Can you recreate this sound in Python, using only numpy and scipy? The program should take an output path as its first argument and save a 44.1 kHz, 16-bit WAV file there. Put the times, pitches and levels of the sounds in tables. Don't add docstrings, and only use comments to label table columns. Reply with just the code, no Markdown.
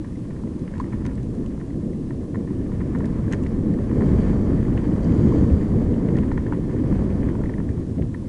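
import sys
import numpy as np
from scipy import signal
from scipy.fft import rfft, irfft, next_fast_len
from scipy.io import wavfile
from scipy.ndimage import uniform_filter1d, map_coordinates

SR = 44100
rng = np.random.default_rng(int(sys.argv[2]) if len(sys.argv) > 2 else 0)


def generate_wav(signal):
    frames = np.transpose(np.atleast_2d(signal))
    scaled = np.clip(frames, -1, 1) * 32767
    pcm = np.round(scaled).astype(np.int16)
    wavfile.write(sys.argv[1], SR, pcm)


def volts_from_decibels(level):
    exponent = np.asarray(level, float) / 20
    return 10 ** exponent


N = 365148

# (time [s], level [dB])
WIND = [(0, -31.5), (.4, -27.5), (.92, -28), (1.42, -27), (1.6, -27.5), (2.1, -29), (2.9, -28), (3.3, -24),
        (3.85, -25), (4.03, -18.5), (4.6, -23.5), (5.0, -20), (5.35, -18), (5.65, -21.5), (6.5, -26),
        (7.0, -21.5), (7.5, -25), (8.28, -32)]
# (time [s], half length [s], roar swell [dB], deep swell [dB])
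EDDIES = [(0.494, 0.3, -3, -4.5), (1.612, 0.077, -3.5, -4.5), (1.873, 0.069, 3, -3.5), (2.383, 0.045, 5, 4),
          (2.618, 0.05, 3.5, 4), (2.852, 0.085, 3.5, 6), (3.035, 0.044, 5.5, -2), (3.245, 0.03, -3.5, 6.5),
          (3.69, 0.066, 5, 1), (4.18, 0.056, 1, 6.5), (4.53, 0.15, 2.5, 6.5), (5.2, 0.12, 0.5, 3.5),
          (5.422, 0.017, 2, 10), (5.542, 0.022, 0, 10), (5.76, .05, 2, 3), (5.916, 0.054, 0.5, 6),
          (6.066, 0.15, 3, -2), (6.194, 0.1, 3, 6.5), (6.557, 0.04, 3.5, 1), (7.306, 0.097, 0.5, 1),
          (7.622, 0.051, 0, 3.5), (7.99, 0.017, 7.5, 2), (8.033, 0.033, 2, 8)]
# (frequency [Hz], density [dB per Hz])
SWAY_SPECTRUM = [(5, -23), (12, -6), (30, 6.5), (45, -3), (60, -5.5), (100, -120)]
# (frequency [Hz], density [dB per Hz])
DEEP_SPECTRUM = [(20, -120), (35, -24.5), (50, -0.5), (100, 0.5), (130, -1.5), (165, -10.5), (290, -120)]
# (frequency [Hz], density [dB per Hz])
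ROAR_SPECTRUM = [(70, -120), (110, -5), (150, 1), (205, 3.5), (313, -1.5), (370, -6), (430, -27.5),
                 (700, -120)]
# (frequency [Hz], density [dB per Hz])
RASP_SPECTRUM = [(200, -120), (320, -18.5), (380, -0.5), (470, -2), (600, -11), (720, -18), (850, -24.5),
                 (1100, -51), (1870, -120)]

# (time [s], level [dB])
SHAKING = [(0.0, -63.5), (0.34, -64.5), (0.97, -59.5), (1.29, -62), (2.14, -65.5), (3.02, -56), (3.78, -58),
           (4.15, -49.5), (4.87, -54), (5.16, -50.5), (5.93, -55), (6.3, -55), (6.59, -57), (6.94, -53),
           (7.52, -57), (7.61, -59.5), (8.12, -66.5), (8.28, -61)]
# (frequency [Hz], width [Hz], level [dB])
SIDE_MODES = [(1634, 420, 2.5), (1790, 51, 13.5), (2000, 560, 3), (2400, 650, -26), (2965, 300, -11.5)]
# (frequency [Hz], width [Hz], level [dB])
BACK_MODES = [(1046, 350, 2), (780, 200, -19)]
# (frequency [Hz], width [Hz], level [dB])
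MOUNT_MODES = [(3080, 330, -1), (4650, 550, -1.5), (5940, 680, -5), (6800, 590, -3), (7540, 760, -6),
               (9140, 900, -8)]

# (frequency [Hz], density [dB per Hz])
HISS_SPECTRUM = [(900, -120), (1500, -23), (2500, 1), (4000, -1.5), (7000, -2.5), (10400, -3.5),
                 (13500, -34)]

# (time [s], side peak level [dB], back over side panel [dB])
KNOCKS = [(.0466, -41, -2.5), (.308, -40, -4.5), (.3662, -43, -2), (.8431, -42, 2), (.863, -46, -6),
          (1.012, -45, -4), (1.116, -47, 5), (1.614, -45, 5), (2.1084, -41.5, 5), (2.4766, -42, .4),
          (2.5046, -50, 7), (2.7193, -47, 8), (3.0062, -38, 5), (3.788, -44, 6), (3.9137, -38, -1),
          (4.729, -42, 1), (5.613, -41, -2), (6.175, -37, -2), (6.3166, -33.5, 5), (6.3782, -31, 0),
          (6.7651, -43, -1.2), (6.926, -38, 2.5), (7.2321, -39, -2), (7.289, -38, -2), (7.438, -36, 0),
          (7.496, -36, 0), (7.5838, -42, 0), (7.602, -40.5, 4), (7.6915, -41, -5), (8.147, -34.5, -2)]
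# (time [s], peak level [dB], frequency [Hz])
SIDE_TAPS = [(.157, -47, 2040), (.4744, -47, 2000), (.739, -38, 1630), (1.181, -41, 1800),
             (1.3504, -49, 1700), (1.6034, -45, 1780), (1.7061, -44, 1950), (1.9335, -49, 2010),
             (3.0446, -36.5, 1800), (3.282, -41, 1660), (3.3105, -47, 2100), (4.532, -44, 1820),
             (4.628, -42, 1800), (3.319, -40, 1910), (3.741, -44, 1830), (6.1578, -34, 1830),
             (6.4673, -37.5, 1790), (6.5247, -36, 1540), (7.4595, -37, 1940), (7.5404, -37, 1900)]
# (time [s], peak level [dB], frequency [Hz])
BACK_TAPS = [(0.436, -39.5, 970), (.7867, -48, 970), (.8108, -35, 1060), (1.5774, -42, 950),
             (4.8445, -41, 1030), (0.984, -46, 1010), (1.021, -43, 980), (5.963, -38, 1010),
             (6.5242, -25.5, 930), (7.353, -35, 930), (7.414, -36, 940), (7.778, -41, 920)]
# (time [s], side level [dB], side frequency [Hz], back level [dB], edge level [dB])
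JOLTS = [(.6791, -39, 1890, -48, -48), (.7812, -57, 2060, -42, -50), (.801, -39, 1690, -45, -48),
         (1.0544, -37, 1990, -36, -45), (1.0657, -40, 1740, -41, -41), (1.463, -58, 2280, -50, -47),
         (2.9059, -61, 1940, -54, -52), (3.3254, -35, 1890, -47, -34), (3.3348, -24, 1790, -34, -31),
         (3.3446, -39, 1700, -37, -50), (3.4377, -57, 2320, -58, -45), (3.4652, -34, 2030, -46, -45),
         (4.2409, -66, 2010, -53, -45), (4.7778, -34, 1900, -50, -34.5), (5.502, -57, 2000, -47, -43),
         (5.942, -49, 2140, -51, -44), (6.088, -35, 1950, -38, -41), (6.187, -37, 1970, -35, -34.5),
         (6.283, -52, 2150, -58, -48), (6.5338, -39, 1970, -33, -44), (7.1039, -39, 2050, -67, -43),
         (7.9846, -44, 2070, -62, -51), (8.0237, -41, 1850, -68, -44)]
# (time [s], first level [dB], gap [s], second level [dB])
REBOUNDS = [
    (.756, -46, 0.013, -44),
    (.9243, -46, 0.0079, -36.5),
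    (1.077, -47, 0.013, -45),
    (2.3468, -37, 0.0096, -36.5),
    (2.8072, -40, 0.0075, -38),
    (2.9506, -35.5, .0082, -37),
    (4.0093, -34, 0.012, -35),
    (6.227, -43, 0.0072, -39),
]
# (time [s], peak level [dB], frequency [Hz], t60 [s])
PINGS = [
    (0.8004, -21, 1020, 0.018),
    (4.138, -42, 660, .02),
    (5.3225, -30.5, 1050, .02),
    (5.744, -37, 780, .02),
    (6.01, -39, 970, .02),
    (7.984, -35, 600, .02),
    (7.996, -23.5, 553, 0.014),
    (8.227, -45, 950, 0.023),
]
# (time [s], peak level [dB], ring frequency [Hz], ring share [0-1])
TICKS = [(0.5932, -52, 4000, 0.5), (0.7809, -51, 6300, 0.4), (0.8005, -43, 4330, 0.7),
         (0.8095, -50, 6100, 0.5), (1.0518, -51, 6300, 0.4), (1.064, -39.5, 6170, 0.53),
         (1.1546, -47, 7800, 0.7), (1.2314, -51, 4100, 0.4), (1.351, -51, 8700, 0.5),
         (1.4621, -51, 6600, 0.3), (2.9874, -50, 7160, 0.4), (3.0566, -46.5, 4950, 0.4),
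         (3.3151, -51, 6600, 0.4), (3.3258, -31.5, 6500, 0.65), (3.3357, -38, 6700, 0.6),
         (3.3468, -50, 4200, 0.4), (3.4308, -48, 7300, 0.85), (3.4369, -49, 4670, 0.4),
         (3.4684, -52, 4900, 0.3), (3.7387, -53, 4450, 0.4), (4.0222, -56, 4700, 0.6),
         (4.1786, -51, 4400, 0.5), (5.0323, -46, 4500, 0.75), (5.0458, -44, 4800, 0.7),
         (6.169, -47, 5500, 0.46), (6.1874, -54, 4800, 0.4), (6.3213, -51, 6700, 0.4),
         (7.1552, -61, 7000, 0.27)]

CALM_DB, STILL_DB = -25, -56
SIDE_HZ, BACK_HZ = 1825, 982
FAR_PANEL_DB = -19
SOFT_EDGE_DB = -25.5


def unit(x):
    return x / np.sqrt(np.mean(x ** 2) + 1e-20)


def along(points, hz):
    f, v = np.transpose(points)
    return np.interp(np.log(hz + 1), np.log(f + 1), v)


def control(rows):
    return np.interp(np.arange(N) / SR, *np.transpose(rows))


def wobble(rate):
    return map_coordinates(rng.standard_normal(int(N * rate / SR) + 4), [np.arange(N) * rate / SR])


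def filtered(x, response):
    m = next_fast_len(N + 8192)
    return irfft(rfft(x, m) * response(np.fft.rfftfreq(m, 1 / SR)), m)[:N]


def noise(spectrum):
    return unit(filtered(rng.standard_normal(N), lambda hz: volts_from_decibels(along(spectrum, hz))))


def steady(x, seconds):
    width = round(seconds * SR)
    power = uniform_filter1d(uniform_filter1d(x ** 2, width), width)
    return unit(x / np.sqrt(np.abs(power) + 0.025))


def resonances(modes):
    def mode(k, f):
        centre, width, db = modes[k]
        damping = 1j * f * width
        return (-1) ** k * volts_from_decibels(db) * damping / (centre * centre - f * f + damping)
    return lambda f: sum(mode(k, f) for k in range(len(modes)))


def ring(hz, t60, attack):
    t = np.arange(2048) / SR
    shape = (1 - np.exp(-t / attack)) ** 2 * volts_from_decibels(-60 * t / t60)
    return shape / shape.max() * np.sin(2 * np.pi * hz * t)


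def add(track, s, sound):
    track[round(s * SR):][:len(sound)] += sound


def eddies():
    t, swells = np.arange(N) / SR, np.zeros((2, N))
    for s, half, roar_db, deep_db in EDDIES:
        triangle = np.clip(1 - np.abs(t - s) / (2 * half), 0, 1)
        swells += np.outer([roar_db, deep_db], triangle)
    return swells


def wind():
    gust_db = control(WIND) - CALM_DB
    roar_swell, deep_swell = eddies()
    roar_db = control(WIND) + roar_swell
    deep_db = -28 + 0.83 * gust_db + deep_swell + 1.5 * wobble(6)
    rasp_db = -37.5 + 1.224 * gust_db + 0.95 * roar_swell
    sway_db = uniform_filter1d(roar_db, SR // 2) - 11
    sway = volts_from_decibels(sway_db) * noise(SWAY_SPECTRUM)
    deep = volts_from_decibels(deep_db) * steady(noise(DEEP_SPECTRUM), 0.16)
    roar = volts_from_decibels(roar_db) * unit(volts_from_decibels(1.7 * wobble(45)) * steady(noise(ROAR_SPECTRUM), 0.091))
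    rasp = volts_from_decibels(rasp_db) * unit(volts_from_decibels(1.72 * wobble(40)) * noise(RASP_SPECTRUM))
    return sway + deep + roar + rasp


def shake():
    chance, size = rng.random(N), rng.standard_normal(N)
    struck = chance < 220 / SR
    jolts = unit(struck * size * volts_from_decibels(1.5 * wobble(12)))
    return volts_from_decibels(2.4 * wobble(35)) * rng.standard_normal(N) + 0.72 * jolts


def contacts():
    soft_t60, hard_t60 = 0.015, 0.0061
    rebound_back_db = 1.7
    seated = list(KNOCKS)
    for s, first_db, gap, second_db in REBOUNDS:
        seated += [(s, first_db, rebound_back_db), (s + gap, second_db, rebound_back_db)]
    touches = []
    for s, db, back_db in seated:
        touches.append((s, db, SIDE_HZ, db + back_db, BACK_HZ, db + SOFT_EDGE_DB, soft_t60))
    for s, db, hz in SIDE_TAPS:
        touches.append((s, db, hz, db + FAR_PANEL_DB, BACK_HZ, db + SOFT_EDGE_DB, soft_t60))
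    for s, db, hz in BACK_TAPS:
        touches.append((s, db + FAR_PANEL_DB, SIDE_HZ, db, hz, db + SOFT_EDGE_DB, soft_t60))
    for s, db, hz, back_db, edge_db in JOLTS:
        touches.append((s, db, hz, back_db, BACK_HZ, edge_db, hard_t60))
    return touches


def chatter():
    s, db = np.array(contacts())[:, :2].T
    blows = np.bincount(np.round((s - .006) * SR).astype(int), volts_from_decibels(db - 14.5), N)
    t = np.arange(4096) / SR
    decay = (1 - np.exp(-t / 0.0013)) * volts_from_decibels(-60 * t / 0.077)
    return signal.fftconvolve(blows, decay)[:N]


def housing():
    def side_response(f):
        return resonances(SIDE_MODES)(f) / (1 + (f / 2600) ** 4)

    def back_response(f):
        return resonances(BACK_MODES)(f) / (1 + (f / 2600) ** 4) / (1 + (f / 1350) ** 4)

    shared = shake()
    side_db = control(SHAKING) + 0.76
    back_db = -50.5 + 0.68 * (control(SHAKING) - STILL_DB) + 0.46 * (control(WIND) - CALM_DB)
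    back = volts_from_decibels(back_db) * unit(filtered(shared + 1.7 * shake(), back_response))
    side_gain = volts_from_decibels(side_db) + chatter()
    side = side_gain * unit(filtered(shared + 0.72 * shake(), side_response))
    drive_db = uniform_filter1d(control(WIND) + side_db, SR // 6) / 2
    parts = unit(filtered(rng.standard_normal(N) + .4 * shared, resonances(MOUNT_MODES)))
    return back + side + volts_from_decibels(-63 + 1.8 * (drive_db + 37.0)) * parts


def hiss():
    return volts_from_decibels(-62) * noise(HISS_SPECTRUM)


def knocks():
    track = np.zeros(N + 2048)
    touches = contacts()
    spread = rng.standard_normal((len(touches), 3)) * [0.05, 0.05, .035]
    grit = uniform_filter1d(rng.standard_normal((len(touches), 2048)), size=50) * np.sqrt(50)
    for touch, (a, b, c), rough in zip(touches, spread, grit):
        s, side_db, side_hz, back_db, back_hz, edge_db, t60 = touch
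        side = ring(side_hz, t60, attack=0.00063) * (1 + 0.3 * rough)
        back = ring(back_hz * (1 + c), t60=0.018, attack=0.0011)
        back += 0.63 * ring(1350 * (1 + a), t60=0.0095, attack=0.00095)
        edge = ring(2600 * (1 + b), t60=0.0032, attack=.0003)
        add(track, s - .0014, volts_from_decibels(side_db) * side)
        add(track, s - .001, volts_from_decibels(back_db + 0.5) * back)
        add(track, s - .0006, volts_from_decibels(edge_db + 3.0) * edge)
    for s, db, hz, t60 in PINGS:
        add(track, s - .001, volts_from_decibels(db) * ring(hz, t60, attack=0.002))
    return track[:N]


def stones():
    track = np.zeros(N + 2048)
    band = signal.butter(2, [2500, 8200], "band", fs=SR)
    grit = signal.lfilter(*band, rng.standard_normal((len(TICKS), 2048)))
    t = np.arange(2048) / SR
    fade = (1 - np.exp(-t / 0.00016)) * volts_from_decibels(-60 * t / 0.022)
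    for (s, db, hz, share), crack in zip(TICKS, grit):
        share = np.clip(share, 0, 1)
        tone = share * ring(hz, t60=.009, attack=0.00045)
        add(track, s - .001, volts_from_decibels(db) * (tone + (1 - share) * 3 * crack * fade))
    return track[:N]


def treble_dropouts(x):
    hz, t, z = signal.stft(x, SR, nperseg=2048, noverlap=1536)
    luck = uniform_filter1d(rng.standard_normal(z.shape), size=5, axis=0)
    luck = unit(uniform_filter1d(luck, size=9, axis=1))
    wind_db = np.interp(t * SR, np.arange(N), uniform_filter1d(control(WIND), SR // 4))
    threshold = 2.45 - .08 * (wind_db + 30) - (hz[:, None] - 5000) / 6000
    lost = (luck > threshold) & (hz[:, None] > 2500)
    return signal.istft(z * ~lost, SR, nperseg=2048, noverlap=1536)[1][:N]


def scene():
    return (wind() + housing() + hiss() + knocks() + stones())[None]


def roll_off(x):
    return signal.sosfilt(signal.butter(12, 12000, fs=SR, output="sos"), x)


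def record(dry):
    def band_limit(hz):
        return np.clip((10345 - hz) / 30, volts_from_decibels(-33.5), 1)

    mix = filtered(treble_dropouts(dry[0]), band_limit)[None] + .0033
    return roll_off(mix)


dry = scene()
out = record(dry)
generate_wav(out)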